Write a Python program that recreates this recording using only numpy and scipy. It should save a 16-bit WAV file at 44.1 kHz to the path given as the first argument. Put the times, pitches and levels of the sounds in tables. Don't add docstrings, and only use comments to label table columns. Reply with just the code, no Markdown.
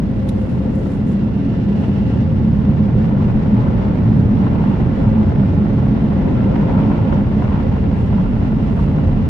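import sys
import numpy as np
from scipy import signal
from scipy.fft import rfft, irfft
from scipy.io import wavfile
from scipy.ndimage import uniform_filter1d

SR = 44100
rng = np.random.default_rng(int(sys.argv[2]) if len(sys.argv) > 2 else 0)


def generate_wav(signal):
    frames = np.transpose(np.atleast_2d(signal))
    scaled = np.clip(frames, -1, 1) * 32767
    pcm = np.round(scaled).astype(np.int16)
    wavfile.write(sys.argv[1], SR, pcm)


N = 409688
T, HZ = np.arange(N) / SR, np.fft.rfftfreq(N, 1 / SR)


def amp(db):
    return 10 ** (np.asarray(db) / 20)


def evened(x):
    return x / np.sqrt(np.mean(x ** 2) + 1e-20)


def read(points):
    hz, value = np.transpose(points)
    return np.interp(np.log(HZ + 1), np.log(hz), value)


def shape(points, fall_db=30):
    octaves = np.log2(np.maximum(HZ / points[-1][0], 1))
    return amp(read(points) - fall_db * octaves)


def level(rows, axis=1):
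    rows = np.array(rows)
    return amp(np.interp(T, rows[:, 0], rows[:, axis]))


def peak(hz, width_hz):
    return 1 / (1 + (2 * (HZ - hz) / width_hz) ** 2)


def bump(middle_s, half_s):
    return np.exp(-np.minimum(((T - middle_s) / half_s) ** 2, 20))


# pitch_hz, correlation (-1 to 1)
SIDE_LIKENESS = [(20, 0.62), (50, 0.88), (140, 0.9), (205, 0.96), (235, 0.9), (280, 0.89), (330, 0.6),
                 (450, 0.65), (650, .4), (1000, 0.14), (1400, 0.063), (14000, 0.024)]


def noise(gain):
    a, b = rfft(rng.standard_normal((2, N)))
    same = np.clip(read(SIDE_LIKENESS), -1, 1)
    mid, side = a * np.sqrt(1 + same), b * np.sqrt(1 - same)
    x = irfft(np.array([mid + side, mid - side]) * gain, N)
    return x / x.mean(0).std()


def steadied(x, seconds):
    size = max(int(seconds * SR), 8)
    power = uniform_filter1d(uniform_filter1d(x.mean(0) ** 2, size), size)
    return x / np.sqrt(abs(power) + 1e-9)


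def drift(hz):
    times = T[::100]
    spectrum = rfft(rng.standard_normal(len(times)))
    curve = irfft(spectrum * peak(hz, hz)[:len(spectrum)] ** 2, len(times))
    return evened(np.interp(T, times, curve))


def gusts(hz, depth_db):
    return amp(depth_db * drift(hz))


def wavering(x, hz, swing_hz):
    phase = 2 * np.pi * np.cumsum(swing_hz * drift(hz)) / SR
    return (signal.hilbert(x) * np.exp(1j * phase)).real


def flutter(corner_hz, depth_db, shared):
    spectrum = rfft(rng.standard_normal((3, N))) * (HZ > 3) / (1 + (HZ / corner_hz) ** 2)
    eddies = irfft(spectrum, N)
    shared = np.clip(shared, 0, 1)
    sides = np.sqrt(shared) * eddies[0] + np.sqrt(1 - shared) * eddies[1:]
    return evened(amp(depth_db * evened(sides)))


def spatter(per_s, decay_s):
    snaps = rng.uniform(.3, 1, N) * (rng.random(N) < per_s / SR)
    return evened(signal.lfilter([1], [1, -np.exp(-1 / (decay_s * SR))], snaps))


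# pitch_hz, width_hz, left_db, right_db
PANES = [(620, 32, -7.5, 3), (840, 24, 0.5, 4), (885, 36, 4, 1), (930, 72, 2, -0.5), (1320, 90, -1, -1.5),
         (1357, 38, 6.5, 2.5), (1754, 280, 5.5, 1.5), (1990, 120, 4, 3), (3880, 3500, -1.5, 2),
         (9300, 650, 4.5, 0)]


def glass():
    panes = amp(sum(np.array([[left], [right]]) * peak(hz, width) for hz, width, left, right in PANES))
    taps = np.zeros((2, N))
    at = (rng.uniform(.002, .025, (2, 24)) * SR).astype(int)
    np.put_along_axis(taps, at, .07 * rng.choice([-1, 1], at.shape), 1)
    return panes * abs(1 + rfft(taps) * HZ / (HZ + 500))


# time_s, relative_level_db
JETS = [(0, -43), (0.25, -42), (1.6, -42.5), (1.9, -40.5), (2.5, -41), (3.1, -37.5), (3.8, -36), (4.2, -38),
        (4.55, -35.5), (5.3, -36.5), (5.8, -36.5), (6.25, -35.5), (6.8, -33), (7.3, -36.5), (7.52, -33.5),
        (7.75, -37), (8.8, -37), (9.29, -38)]


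def jet_force():
    return level(JETS)


def blast(follow, usual_jet_db=-37):
    return (jet_force() / amp(usual_jet_db)) ** follow


# time_s, rumble_relative_db, panel_boom_relative_db, cabin_resonance_relative_db, roof_relative_db
PRESSURE = [(0.0, -28.5, -22, -21.5, -32.5), (0.9, -29, -22.5, -24.5, -30),
            (1.3, -31.5, -19.5, -23.5, -31.0), (1.8, -30.5, -20.5, -22, -28.5),
            (2.3, -24, -17, -23.5, -31.5), (3.1, -27.5, -16, -21.5, -29.5), (3.8, -27, -17.5, -22.5, -29),
            (4.35, -28, -17, -19.5, -28.5), (4.8, -26.5, -18, -23, -28.5), (5.25, -25, -18, -25.5, -28.5),
            (5.8, -26.5, -18.5, -26, -29), (6.35, -26, -18, -21.5, -27), (6.9, -28, -16.5, -25, -27),
            (7.4, -25.5, -18.5, -24.5, -30.5), (7.75, -24, -19, -23.5, -31.5),
            (8.5, -25, -18.5, -22.5, -30.5), (9.29, -26, -18, -21.5, -30.5)]


def pressure(column):
    return level(PRESSURE, column)


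# middle_s, half_length_s, relative_level_db
RUSTLES = [(0.412, 0.25, -77), (0.775, 0.06, -74.5), (0.914, 0.077, -72.5), (1.106, 0.052, -72),
           (1.856, 0.16, -82.5), (8.03, 0.085, -79), (8.793, 0.11, -78)]
# pitch_hz, relative_level_db
RUSTLE_SPECTRUM = [(2000, -29.5), (4000, -7), (6000, -2.5), (7300, 0.5), (8300, -6), (9600, 0.5),
                   (11000, -11), (13000, -12.5), (15000, -19.5)]


def rustles(rustle_db=9.5, lean_db=2.0, snap_db=-4):
    swell = sum(amp(db) * bump(s, half) for s, half, db in RUSTLES)
    crackle = evened(1 + amp(snap_db) * spatter(per_s=280, decay_s=.0012))
    grain = noise(shape(RUSTLE_SPECTRUM)) * crackle
    return amp(rustle_db) * swell * grain * amp([[lean_db], [-lean_db]])


# start_s, level_db, decay_s
TICKS = [(0.273, -50, .004), (0.2875, -39.5, .004), (0.2905, -38.5, 0.007), (0.411, -60, .004),
         (0.543, -62, .004), (1.088, -55, .007)]
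# pitch_hz, relative_level_db
TICK_SPECTRUM = [(1000, -8), (2050, 2), (2600, -3), (3300, -6), (3650, 3.5), (3900, 3), (4200, -9),
                 (5500, -6), (6600, -12), (7700, -9), (8400, -13), (9400, -5), (10500, -7.5), (12000, -16),
                 (14000, -22)]


def ticks(rise_s=0.00032):
    swell = np.zeros(N)
    for s, db, decay_s in TICKS:
        rise = np.clip((T - s) / rise_s, 0, 1)
        swell += amp(db) * rise * np.exp(-np.minimum(abs(T - s) / decay_s, 50))
    return swell * noise(shape(TICK_SPECTRUM))


# time_s, level_db
FAN = [(0, -52), (0.25, -35), (1.0, -39), (1.15, -43.5), (1.5, -41.5), (1.95, -50.5), (2.15, -35.5),
       (2.6, -42), (3.0, -34.5), (3.4, -40.5), (3.8, -37.5), (4.2, -52.5), (5.05, -36), (5.3, -39),
       (5.7, -42), (6.0, -41), (6.5, -33), (6.95, -39.5), (7.17, -34.5), (7.42, -55.5), (7.65, -37.5),
       (8.0, -42), (8.8, -48), (9.05, -35), (9.29, -53)]
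FAN_HZ, FAN_WIDTH_HZ, FAN_SKIRT_HZ = 525, 9, 70


def fans(unlike=0.38, skirt_db=-15):
    line = peak(FAN_HZ, FAN_WIDTH_HZ)
    skirt = amp(skirt_db) * peak(FAN_HZ, FAN_SKIRT_HZ)
    left, right = noise(line + skirt)
    tone = steadied(np.array([left, right - unlike * left]), 0.22)
    return wavering(tone, hz=8, swing_hz=3) * gusts(hz=15, depth_db=1.5) * level(FAN)


# pitch_hz, relative_level_db
HISS = [(300, 0), (500, 11), (700, 9), (1200, 4), (2200, 0), (2800, -3.5), (3500, -4.5), (4600, -10),
        (5700, -11.5), (6200, -18), (7700, -21.5), (8350, -28), (9500, -26.5), (12000, -37)]
# time_s, level_db
RING = [(0, -65), (0.45, -61), (1.0, -61.5), (1.55, -56), (2.08, -52.5), (2.25, -59), (3.6, -63),
        (4.25, -65), (4.6, -59), (5.8, -63), (6.6, -58.5), (7.6, -58), (8.4, -57.5), (9.29, -57)]
RING_HZ, RING_WIDTH_HZ = 2760, 600
SWEEP_AT_S, SWEEP_RISE_S, SWEEP_FALL_S = 2.06, 0.63, 0.2


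def hiss(hiss_db=-45.0, follow=0.18, sweep_db=3.0, ring_lean_db=2.0):
    sweep = bump(SWEEP_AT_S, np.where(T < SWEEP_AT_S, SWEEP_RISE_S, SWEEP_FALL_S))
    air = amp(hiss_db + sweep_db * sweep) * noise(shape(HISS) * glass()) * blast(follow)
    ring = noise(peak(RING_HZ, RING_WIDTH_HZ) ** 2) * level(RING)
    both = air + ring * amp([[-ring_lean_db], [ring_lean_db]])
    return both * flutter(corner_hz=40, depth_db=1.0, shared=0.99) * gusts(hz=4.4, depth_db=0.57)


# pitch_hz, relative_level_db
ROAR = [(220, -14), (300, -2), (350, 2.5), (395, -1), (430, -0.4), (490, -7.5), (600, -8.5), (900, -25.5)]


def roar(roar_db=-1.0, follow=0.1):
    return amp(roar_db) * steadied(noise(shape(ROAR)), 0.41) * pressure(4) * blast(follow)


# pitch_hz, relative_level_db
RUSH = [(250, -18.5), (450, -1.5), (580, 0), (740, -3), (980, -4), (1200, -11), (1420, -11.5),
        (1700, -19.5), (2100, -18.5), (3000, -24.5), (6000, -48.5)]


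def rush(rush_db=2.0):
    air = noise(shape(RUSH) * glass()) * flutter(corner_hz=129, depth_db=2.0, shared=0.7)
    return amp(rush_db) * steadied(air, 0.32) * gusts(hz=22, depth_db=0.72) * jet_force()


# mid_rise_s, relative_peak_db
SLAPS = [(1.539, -31), (1.838, -29), (2.69, -27), (3.205, -27), (3.667, -23), (3.866, -24), (4.467, -20),
         (4.638, -22), (5.011, -25), (5.32, -24.5), (5.434, -24.5), (5.827, -26), (6.779, -23.5),
         (6.915, -21.5), (7.124, -18), (7.422, -19.5), (7.766, -25), (8.183, -23), (8.446, -26),
         (8.792, -24), (8.983, -24)]


def slaps(rise_s=.0032, slap_db=-5):
    swell = np.zeros(N)
    for s, db in SLAPS:
        age = np.maximum(T - s + rise_s / 2, 0) / rise_s
        swell += amp(db) * age * np.exp(1 - np.minimum(age, 50))
    puff = steadied(noise(shape(RUSH) * peak(1200, 1600)), 0.0045)
    return amp(slap_db) * swell * puff


# middle_s, half_length_s, level_db
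SQUALLS = [(3.21, 0.16, -49), (3.75, 0.27, -41), (4.47, 0.12, -41), (4.7, 0.16, -38.5), (5.024, 0.049, -39),
           (5.19, .14, -42.5), (6.277, 0.081, -40), (6.801, 0.3, -36), (7.154, .09, -36.5),
           (7.543, 0.053, -34), (8.185, 0.027, -42), (8.8, 0.037, -38.5)]
# pitch_hz, width_hz, relative_level_db
WINDSCREEN = [(600, 120, -6.5), (800, 23, -4), (910, 48, -0.5), (960, 160, -1.5), (1410, 280, -13),
              (2600, 1600, -24)]


def squalls():
    swell = sum(amp(db) * bump(s, half) for s, half, db in SQUALLS)
    modes = sum(amp(db) * peak(hz, width) for hz, width, db in WINDSCREEN)
    ringing = wavering(noise(modes), hz=5, swing_hz=14)
    coarse = ringing * flutter(corner_hz=28, depth_db=3.0, shared=0.84)
    return swell * steadied(coarse, 0.098)


# pitch_hz, relative_level_db
RUMBLE = [(14, -30), (21, -18), (27, -18.5), (42, -.5), (50, -2), (58, 1.5), (68, -2.5), (86, 4.5), (95, 0),
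          (108, -16)]
# pitch_hz, relative_level_db
BOOM = [(80, -22), (98, -3.5), (118, 1.3), (135, -1.5), (150, -.3), (178, -3.5), (200, -7), (244, -5.5),
        (262, -8), (281, -6.5), (298, -12), (320, -19.5), (450, -36)]
# pitch_hz, width_hz, relative_level_db
CABIN = [(198.7, 26, -3.5), (212, 33, -4)]
# time_s, left_minus_right_db
BOOM_LEAN = [(0, -0.5), (0.8, 1.0), (1.3, -0.5), (2.0, -0.3), (2.7, -3), (3.25, 0), (3.8, -1.3),
             (5.7, -2.4), (6.25, -0.2), (7.0, -1.7), (9.29, -1.5)]
PANELS_BELOW_HZ = 200


def body(rumble_db=4.5, boom_db=-0.48, roof_db=6.5, cabin_db=1.12):
    rumble = amp(rumble_db) * steadied(noise(shape(RUMBLE)), 0.19) * pressure(1)
    low = 1 / (1 + (HZ / PANELS_BELOW_HZ) ** 10)
    boom = amp(boom_db) * steadied(noise(shape(BOOM) * np.sqrt(low)), 0.26) * pressure(2)
    roof = amp(roof_db) * steadied(noise(shape(BOOM) * np.sqrt(1 - low)), 0.42) * pressure(4)
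    modes = sum(amp(db) * peak(hz, width) for hz, width, db in CABIN)
    cabin_air = wavering(steadied(noise(modes), 0.15), hz=3, swing_hz=5)
    ringing = amp(cabin_db) * cabin_air * pressure(3)
    lean = np.sqrt(level(BOOM_LEAN))
    return rumble + (boom + roof + ringing) * np.array([lean, 1 / lean])


# middle_s, half_length_s, pitch_hz, glide_hz_per_s, level_db
SURGES = [(0.55, .05, 124, 0, -17), (1.02, .03, 211, 300, -14), (1.15, .03, 205, -300, -11.5),
          (1.25, .03, 214, 0, -13), (1.45, .1, 275, 0, -20), (1.67, .045, 202, -300, -13),
          (1.9, .03, 205, 0, -12.5), (2.02, .03, 208, 300, -12), (2.2, .04, 118, 0, -13.5),
          (2.47, .03, 214, 0, -10), (2.69, .03, 199, 0, -9.5), (2.83, .045, 214, 0, -12.5),
          (2.95, .05, 116, 0, -13.5), (3.02, .03, 220, 0, -12), (3.14, .03, 202, -300, -11),
          (3.39, .03, 211, 0, -12), (3.55, .035, 199, -200, -9), (3.61, .03, 120, 0, -10),
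          (3.82, .07, 52, 0, -20), (4.08, .035, 118, 0, -9), (4.1, .03, 217, 0, -11),
          (4.18, .045, 148, 0, -11.5), (4.23, .045, 115, 0, -11.5), (4.25, .05, 86, 0, -13.5),
          (4.31, .03, 208, 0, -10), (4.41, .03, 193, 0, -11), (4.68, .03, 205, 0, -11),
          (5.09, .03, 112, 0, -9.5), (5.1, .045, 214, 130, -11.5), (5.21, .045, 211, -300, -8.5),
          (5.26, .06, 92, 0, -13.5), (5.39, .03, 142, -300, -10.5), (5.42, .035, 196, -100, -9),
          (5.49, .045, 98, 0, -13), (5.63, .03, 208, 0, -9), (5.8, .1, 124, 200, -13.5),
          (5.93, .05, 210, 700, -12.5), (6.04, .03, 211, 0, -12), (6.48, .03, 199, 0, -11),
          (6.59, .03, 208, -300, -11), (6.77, .03, 199, 0, -12), (6.87, .045, 211, 0, -11.5),
          (7.2, .03, 205, 0, -10.5), (7.38, .03, 211, 0, -11), (8.15, .1, 45, 0, -22),
          (8.19, .03, 187, 0, -10.5), (8.55, .03, 217, 0, -13.5), (8.86, .07, 52, 0, -17),
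          (8.97, .03, 154, 0, -11.5), (9.08, .035, 88, 0, -10.5), (9.14, .09, 42, 0, -16)]


def surges(boom):
    out = boom.copy()
    for s, half, hz, glide, db in SURGES:
        near = abs(T - s) < 3 * half
        t = T[near] - s
        swell = np.exp(-(t / half) ** 2)
        throb = swell * np.exp(2j * np.pi * (hz * t + glide * t ** 2 / 2))
        swing = 2 * np.vdot(throb, out[:, near].mean(0)) / np.sum(swell ** 2)
        change = amp(db) / abs(swing) - 1
        out[:, near] += (change * swing * throb).real
    return out


def scene():
    jets = surges(body()) + roar() + rush() + squalls() + slaps()
    return jets + hiss() + fans() + rustles() + ticks()


def record(dry, knee=.6, ceiling=.92, edge_hz=15000):
    over = np.maximum(abs(dry) - knee, 0)
    rounded = (ceiling - knee) * np.tanh(over / (ceiling - knee))
    soft = np.clip(dry, -knee, knee) + np.sign(dry) * rounded
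    low_pass = signal.firwin(511, edge_hz, window=("kaiser", 9), fs=SR)
    return signal.oaconvolve(soft, low_pass[None], "same")


dry = scene()
out = record(dry)
generate_wav(out)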